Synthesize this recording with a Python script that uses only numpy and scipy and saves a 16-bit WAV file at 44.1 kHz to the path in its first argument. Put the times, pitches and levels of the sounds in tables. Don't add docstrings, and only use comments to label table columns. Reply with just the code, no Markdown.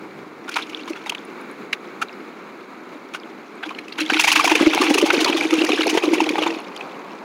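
import sys
import numpy as np
from scipy import signal
from scipy.fft import rfft, irfft, next_fast_len
from scipy.io import wavfile
from scipy.ndimage import uniform_filter1d

SR = 44100
rng = np.random.default_rng(int(sys.argv[2]) if len(sys.argv) > 2 else 0)


def generate_wav(sig):
    pcm = np.round(np.clip(np.atleast_2d(sig).T, -1, 1) * 32767).astype(np.int16)
    wavfile.write(sys.argv[1], SR, pcm)


N = 319269


def gain_of(db):
    return 10 ** (np.asarray(db) / 20)


def unit_rms(x):
    return x / np.sqrt(np.mean(x ** 2) + 1e-20)


def add(mix, start_s, sound):
    part = mix[round(start_s * SR):][:len(sound)]
    part += sound[:len(part)]


def gain_curves(table):
    times, *columns = np.transpose(table)
    return gain_of([np.interp(np.arange(N) / SR, times, db) for db in columns])


def coloured(x, spectrum, lo_hz=0, hi_hz=SR):
    size = next_fast_len(len(x), True)
    hz = np.fft.rfftfreq(size, 1 / SR) + 1
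    points_hz, points_db = np.transpose(spectrum)
    curve = gain_of(np.interp(np.log(hz), np.log(points_hz), points_db))
    edges = 1 / (1 + (lo_hz / hz) ** 8) / (1 + (hz / hi_hz) ** 8)
    return unit_rms(irfft(rfft(x, size) * curve * edges, size)[:len(x)])


def resonate(x, hz, width_hz):
    r = np.exp(-np.pi * width_hz / SR)
    return unit_rms(signal.lfilter([1, 0, -1], [1, -2 * r * np.cos(2 * np.pi * hz / SR), r * r], x))


def steep_resonance(x, hz, width_hz):
    return resonate(resonate(x, hz, width_hz), hz, width_hz)


def burst(t, rise, t60):
    shape = (1 - np.exp(-(t / rise) ** 2)) * gain_of(-60 * t / t60)
    return shape / shape.max()


def swell(t, rise, fall):
    return gain_of(-5 * np.where(t < 0, (t / rise) ** 2, np.hypot(t / fall, .3) - .3))


def lumps(n, width, depth_db):
    drift = uniform_filter1d(rng.standard_normal(n), int(width), mode="wrap")
    return gain_of(depth_db * unit_rms(drift))


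def bubbles(per_s, lo_hz, hi_hz, cycles, spread_db, pitches=11):
    out = np.zeros(N)
    for hz in np.geomspace(lo_hz, hi_hz, pitches):
        turns = np.arange(0, 4 * cycles, hz / SR)
        envelope = np.exp(-turns / cycles) * np.minimum(turns, 1)
        ring = np.sin(2 * np.pi * turns * (1 + .001 * turns)) * envelope
        strength = gain_of(spread_db * np.minimum(rng.exponential(1, N), 4))
        onsets = rng.random(N) < per_s / pitches / SR
        out += signal.oaconvolve(strength * onsets, ring / np.linalg.norm(ring))[:N]
    return out


def wind():
    t = np.arange(N) / SR
    rumble = resonate(rng.standard_normal(N), hz=157, width_hz=81) * lumps(N, 1200, 4.0)
    return gain_of(-50.5) * rumble * np.exp(-(t / 0.43) ** 6)


# (frequency [Hz], level [dB])
WASH_SPECTRUM = [(60, -48), (139, -14.5), (207, -1), (371, 1.5), (640, -10.5), (1280, -7), (1910, -15),
                 (2250, -10.5), (3120, -28.5), (4030, -23.5), (5600, -37.5), (6800, -33), (8000, -42.5),
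                 (10300, -43), (16000, -44)]
# (time [s], whole band level [dB], added middle band level [dB])
WASH_LEVELS = [(0, -38, -50), (.45, -39.5, -51.5), (1.4, -36, -83.5), (2.5, -38.5, -50), (3.9, -39.5, -52),
               (6.6, -37, -40), (7.24, -37, -39.5)]


def distant_wash():
    whole_gain, middle_gain = gain_curves(WASH_LEVELS)
    whole = coloured(rng.standard_normal(N), WASH_SPECTRUM)
    middle = coloured(rng.standard_normal(N), WASH_SPECTRUM, 485, 1150)
    return lumps(N, 2700, 1.0) * (whole_gain * whole + middle_gain * middle)


# (frequency [Hz], level [dB])
SPLASH_SPECTRUM = [(290, -33), (500, -14), (595, -1.5), (795, 1), (1160, 0), (1770, -4.5), (2390, 3.5),
                   (5630, -8), (6610, -9.5), (7750, -20), (9920, -17.5), (13500, -29.5), (16000, -28)]
# (frequency [Hz], width [Hz], level [dB])
AIR_MODES = [(312.6, 52, 2), (450, 67, -5.5)]
# (time [s], surface level [dB], depth level [dB])
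CHURN_LEVELS = [(.42, -58, -48.5), (.6, -43, -43), (1.2, -51, -53), (1.4, -58, -65), (3.55, -55, -52),
                (3.95, -46.5, -49), (4.2, -22.5, -47), (4.55, -26.5, -29), (5.4, -30.5, -27.5),
                (5.485, -32.5, -33), (5.56, -27, -27.5), (5.9, -26, -31), (6.0, -31.5, -28.5),
                (6.2, -31.5, -30), (6.5, -34, -30), (6.64, -46, -43), (7.24, -50.5, -82)]


def churned_water():
    surface, depth = gain_curves(CHURN_LEVELS)
    foam = unit_rms(bubbles(1100, 1500, 8000, cycles=7, spread_db=3.2, pitches=24))
    fizz = coloured(foam + .85 * rng.standard_normal(N), SPLASH_SPECTRUM, 620) * lumps(N, 397, 2.64)
    fine_drops = bubbles(600, 6400, 12600, cycles=3.5, spread_db=3.6, pitches=8)
    ticks = gain_of(-25.5) * coloured(fine_drops, SPLASH_SPECTRUM, 8700)
    large_bubbles = bubbles(400, 420, 1500, cycles=4, spread_db=3.8)
    gurgle = gain_of(-7) * coloured(large_bubbles, SPLASH_SPECTRUM, 470, 1250)
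    boom = sum(gain_of(db) * steep_resonance(rng.standard_normal(N), hz, width_hz)
               for hz, width_hz, db in AIR_MODES)
    return surface * (fizz + ticks) + depth * (boom * lumps(N, 1300, 2.25) + gurgle)


# (time [s], level [dB], pitch [Hz])
BUBBLE_POPS = [(0.747, -14, 3340), (.835, -31, 4030), (1.079, -41, 8950), (1.182, -25, 3360),
               (1.252, -35, 9600), (1.414, -38, 10000), (1.514, -36, 9800), (1.854, -37, 3260),
               (2.085, -29.5, 3820), (2.129, -36, 5030), (1.7335, -22, 2580), (2.094, -28.5, 2600),
               (3.2, -33, 4800), (3.234, -31, 3150), (3.555, -45, 8200), (6.203, -6, 840),
               (6.204, -11, 2590), (6.477, -23, 6750), (6.508, -28, 5400), (6.603, -35, 10200),
               (6.776, -26, 4540)]


def bubble_pops():
    out, t = np.zeros(N), np.arange(1500) / SR
    for s, db, hz in BUBBLE_POPS:
        ring = np.sin(2 * np.pi * hz * t * (1 + 9.8 * t))
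        add(out, s, gain_of(db) * ring * burst(t, rise=1.6 / hz, t60=0.0065 * (3600 / hz) ** 0.62))
    return out


# (peak time [s], level [dB], starting pitch [Hz], length [ms])
BODY_BLOWS = [(0.909, -19, 330, 8.8), (3.672, -26.5, 316, 26), (3.993, -22, 312, 7.7),
              (4.017, -18.5, 310, 44), (4.125, -13, 304, 6.5), (4.158, -16.5, 317, 30),
              (4.377, -21.5, 307, 22), (4.52, -9, 343, 8.9), (4.557, -14, 470, 7.9),
              (4.612, -4.5, 305, 6.1), (4.63, -8, 325, 5.9), (4.673, -2.5, 321, 10.4), (4.757, -14, 333, 7),
              (4.808, -9.5, 305, 8.7), (4.822, -12, 396, 8.3), (4.841, -15, 323, 11), (4.887, -13, 313, 26),
              (4.911, -3.5, 299, 9.1), (4.957, -13.5, 432, 12), (4.988, -13.5, 378, 9.9),
              (5.029, -5, 390, 6), (5.041, -5, 323, 6.6), (5.14, -6.5, 357, 8.6), (5.182, -10, 305, 6.6),
              (5.226, -14.5, 330, 18), (5.252, -16.5, 326, 5.9), (5.281, -18, 376, 10),
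              (5.3, -10, 325, 6.7), (5.351, -12, 348, 7.2), (5.456, -16.5, 330, 10), (5.534, -6, 327, 15),
              (5.584, -15.5, 285, 6.7), (5.619, -13, 348, 8.1), (5.642, -10.5, 332, 15),
              (5.695, -15, 513, 6.5), (5.705, -9.5, 310, 8.6), (5.734, -10.5, 396, 6),
              (5.796, -12, 322, 11), (5.818, -19, 312, 10), (5.863, -13, 507, 4), (5.875, -10.5, 410, 4.3),
              (5.933, -12, 308, 8.4), (5.952, -9.5, 375, 5.6), (5.976, -7, 423, 3.6),
              (6.039, -11, 364, 7.7), (6.081, -9, 337, 6.7), (6.116, -14, 355, 11), (6.134, -8, 328, 8.2),
              (6.156, -19, 330, 6.2), (6.183, -13, 350, 7.9), (6.205, -22, 312, 11), (6.22, -10, 320, 12.6),
              (6.271, -16.5, 370, 4.8), (6.307, -12.5, 304, 7.1), (6.39, -13, 350, 4.2),
              (6.421, -15, 484, 3.7), (6.465, -15.5, 356, 3.7), (6.569, -21, 318, 7.8)]
LONGEST_RISE_S = 0.0067


def body_thumps():
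    out, t = np.zeros(N), np.arange(-1024, 5000) / SR
    air_hz, air_width_hz, _ = AIR_MODES[0]
    settle_s, ring_on_share = 0.012, 0.064
    since_peak = np.maximum(t, 0)
    settled_time = since_peak - settle_s * (1 - np.exp(-since_peak / settle_s))
    for s, db, hz, ms in BODY_BLOWS:
        length = ms / 1000
        turns = hz * t + (air_hz - hz) * settled_time
        boom = np.cos(2 * np.pi * turns) * swell(t, min(0.43 * length, LONGEST_RISE_S), 0.4 * length)
        knock_hz = hz * rng.uniform(1.3, 1.894)
        knock = gain_of(-14) * np.cos(2 * np.pi * knock_hz * t) * swell(t, 0.004, 0.004)
        add(out, s + t[0], gain_of(db) * (boom + knock))
    return out + ring_on_share * out.std() * resonate(out, air_hz, air_width_hz)


def trapped_bubbles(t, hz, length, wetness):
    envelope = swell(t, 0.00053, min(3.6 / hz, 0.41 * length))
    first = np.sin(2 * np.pi * hz * t * (1 + 2.8 * t)) * envelope
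    second_hz = 2116 * (4400 / 2116) ** rng.random()
    u = t - rng.random() * length
    second = np.sin(2 * np.pi * second_hz * u * (1 + 0.83 * u)) * swell(u, 0.0032, 4.5 / second_hz)
    return gain_of(-4) / wetness * first + gain_of(-12) * wetness * second


# (peak time [s], level [dB], bubble pitch [Hz], length [ms], spray relative to the slap [dB])
TAIL_SLAPS = [(0.483, -23, 1380, 7, -26), (0.493, -18.5, 1480, 3.5, -12.5), (0.52, -25.5, 2310, 18, -19),
              (0.543, -22, 4530, 4.8, -19), (0.564, -11.5, 1315, 11.2, -20.5), (0.569, -16, 2340, 3, -20.5),
              (0.588, -19.5, 1310, 12.6, -22), (0.624, -20.5, 3480, 9.4, -27),
              (0.698, -25.5, 2800, 4.4, -14), (0.881, -26.5, 1070, 11, -17.5), (0.901, -34, 2800, 5.7, -4),
              (0.934, -25.5, 2560, 2.4, -24), (0.962, -26.5, 1360, 15, -25), (1.066, -20.5, 837, 12.5, -24),
              (1.097, -11.5, 2600, 3, -12), (1.123, -19, 925, 5.3, -31), (1.15, -18, 2630, 3.2, -23),
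              (1.732, -10, 2200, 5.8, -23.5), (2.02, -16, 1265, 8.12, -18), (2.0262, -12, 1380, 2.9, -23),
              (3.139, -25, 2460, 5.6, -19), (3.1497, -18, 1454, 9, -18.5), (3.634, -16, 1490, 9.1, -39),
              (3.661, -25, 780, 13, -24), (3.693, -22.5, 2460, 3.7, -23), (3.708, -19.5, 1053, 8.3, -36),
              (3.75, -26.5, 2850, 2.3, -36), (3.788, -18.5, 2310, 4.9, -28.5),
              (3.883, -24.5, 2520, 2.1, -15), (3.926, -22, 3980, 5.7, -36), (3.987, -15.5, 1450, 12, -24),
              (4.007, -12, 2750, 11, -18.5), (4.063, -17.5, 3400, 2.3, -22), (4.102, -7, 1470, 8.9, -27),
              (4.136, -10, 2400, 7.7, -21), (4.144, -8, 2570, 5.3, -35), (4.17, -8.5, 1440, 3.4, -37),
              (4.198, -3, 2550, 5.6, -15.5), (4.209, -15.5, 2420, 10.3, -5.5), (4.24, -7.5, 2230, 5.6, -14),
              (4.248, -8.5, 2350, 7.5, -12.5), (4.281, -8.5, 2550, 16, -11.5),
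              (4.318, -5, 2730, 5.2, -13.5), (4.328, -12, 2530, 5.8, -6.5),
              (4.361, -3.5, 2580, 11.8, -17.5), (4.397, -8, 1150, 7.5, -16.5),
              (4.409, -13.5, 2330, 11, -19), (4.445, -7.5, 736, 5, -13.5), (4.454, -8.5, 2330, 9.1, -13),
              (4.478, -6.5, 943, 6.6, -20), (4.499, -12, 2460, 10, -17), (4.517, -11, 890, 12.7, -18),
              (4.555, -4.5, 2530, 7.7, -17.5), (4.598, -15, 1230, 15, -24), (4.623, -14.5, 2300, 15, -18.5),
              (4.665, -11.5, 2180, 7.5, -22), (4.737, -12.5, 2530, 16, -21),
              (4.749, -14.5, 2380, 2.7, -6.5), (4.777, -15.5, 837, 35, -23), (4.816, -7, 1124, 10.4, -18),
              (4.841, -13.5, 2600, 25, -16), (4.869, -15, 2400, 15, -33), (4.903, -12.5, 760, 12, -13.5),
              (4.944, -7.5, 2850, 8.1, -13.5), (4.984, -9, 2630, 10.5, -14), (5.016, -13, 2830, 5.9, -12.5),
              (5.064, -13.5, 810, 19, -17.5), (5.105, -8, 1470, 7.8, -28), (5.133, -19, 2630, 12, -9),
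              (5.145, -13.5, 2650, 16, -22), (5.177, -14, 2450, 4.6, -27), (5.211, -11, 2780, 14.6, -14.5),
              (5.247, -6.5, 4360, 3.5, -12.5), (5.284, -11.5, 2900, 16, -24), (5.299, -13.5, 2880, 4, -16),
              (5.33, -8, 2440, 5, -30), (5.261, -10.5, 944, 6.9, -23), (5.372, -14.5, 3500, 13.6, -16),
              (5.411, -6, 2340, 3.4, -25), (5.437, -17, 2420, 18, -17), (5.509, -12.5, 2570, 5.6, -18.5),
              (5.531, -17.5, 1240, 6, -18), (5.54, -10.5, 2760, 4, -14.5), (5.581, -18, 2730, 18, -22),
              (5.62, -9.5, 2750, 2.9, -27), (5.649, -14.5, 2720, 2.5, -12), (5.693, -13.5, 710, 8.1, -18.5),
              (5.732, -19, 2850, 5.1, -23), (5.809, -11, 2900, 4.4, -23), (5.87, -10.5, 820, 3.6, -14.5),
              (5.899, -13, 2900, 8.9, -9.5), (5.946, -15, 905, 14, -17), (5.976, -8, 1880, 8.8, -21.5),
              (6.039, -15.5, 1110, 16, -17.5), (6.14, -14, 2170, 16, -16.5),
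              (6.207, -15.5, 2570, 11.3, -18), (6.242, -13, 2620, 2.1, -19), (6.267, -16, 790, 3.4, -37),
              (6.292, -12.5, 2440, 3.3, -15), (6.357, -12.5, 880, 3, -28), (6.385, -11.5, 784, 9.9, -27),
              (6.427, -11.5, 2830, 13, -25), (6.468, -11.5, 920, 12.6, -29), (6.547, -19.5, 2520, 3.4, -26),
              (6.592, -26, 900, 11, -31), (6.765, -25, 3080, 3.4, -15), (6.81, -22.5, 2510, 4.3, -30)]
USUAL_SLAP_MS, THRASH_START_S = 8.1, 4.05


def tail_slaps():
    out, t = np.zeros(N), np.arange(-1024, 2560) / SR
    n, spray_edge_hz = len(t), 4500
    droplets = unit_rms(bubbles(2000, 700, 5000, cycles=5, spread_db=3.5, pitches=20))
    for s, db, hz, ms, spray_db in TAIL_SLAPS:
        start, length = s + t[0], ms / 1000
        cloud_noise, spatter_noise, spray_noise = rng.standard_normal((3, n))
        wetness = gain_of(np.log2(ms / USUAL_SLAP_MS))
        rings = trapped_bubbles(t, hz, length, wetness)
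        cloud = gain_of(-12.5) * steep_resonance(cloud_noise * lumps(n, 89, 1.6), hz, 0.29 * hz)
        drops = droplets[round(start * SR):][:n] + 0.97 * spatter_noise
        low_hz = (0.49 if s < THRASH_START_S else 0.26) * hz
        spatter = gain_of(-10) * wetness * coloured(drops, SPLASH_SPECTRUM, low_hz, spray_edge_hz)
        spray = coloured(spray_noise * lumps(n, 60, 3.0), SPLASH_SPECTRUM, spray_edge_hz)
        gobs = unit_rms(lumps(n, 90, 3.0))
        water = gobs * (cloud + spatter) + gain_of(spray_db) * spray
        envelope = swell(t, min(0.4 * length, LONGEST_RISE_S), 0.59 * length)
        add(out, start, gain_of(db) * (rings + water * envelope))
    return out


def scene():
    bucket = tail_slaps() + body_thumps() + bubble_pops() + churned_water()
    return (bucket + distant_wash() + wind())[None]


def record(dry):
    thin = signal.sosfilt(signal.butter(2, 120, "high", fs=SR, output="sos"), dry)
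    clipped = np.clip(thin, -.72, .68)
    band_limit = signal.firwin(511, 15900, window=("kaiser", 9), fs=SR)
    return signal.oaconvolve(clipped, band_limit[None], "same")


dry = scene()
out = record(dry)
generate_wav(out)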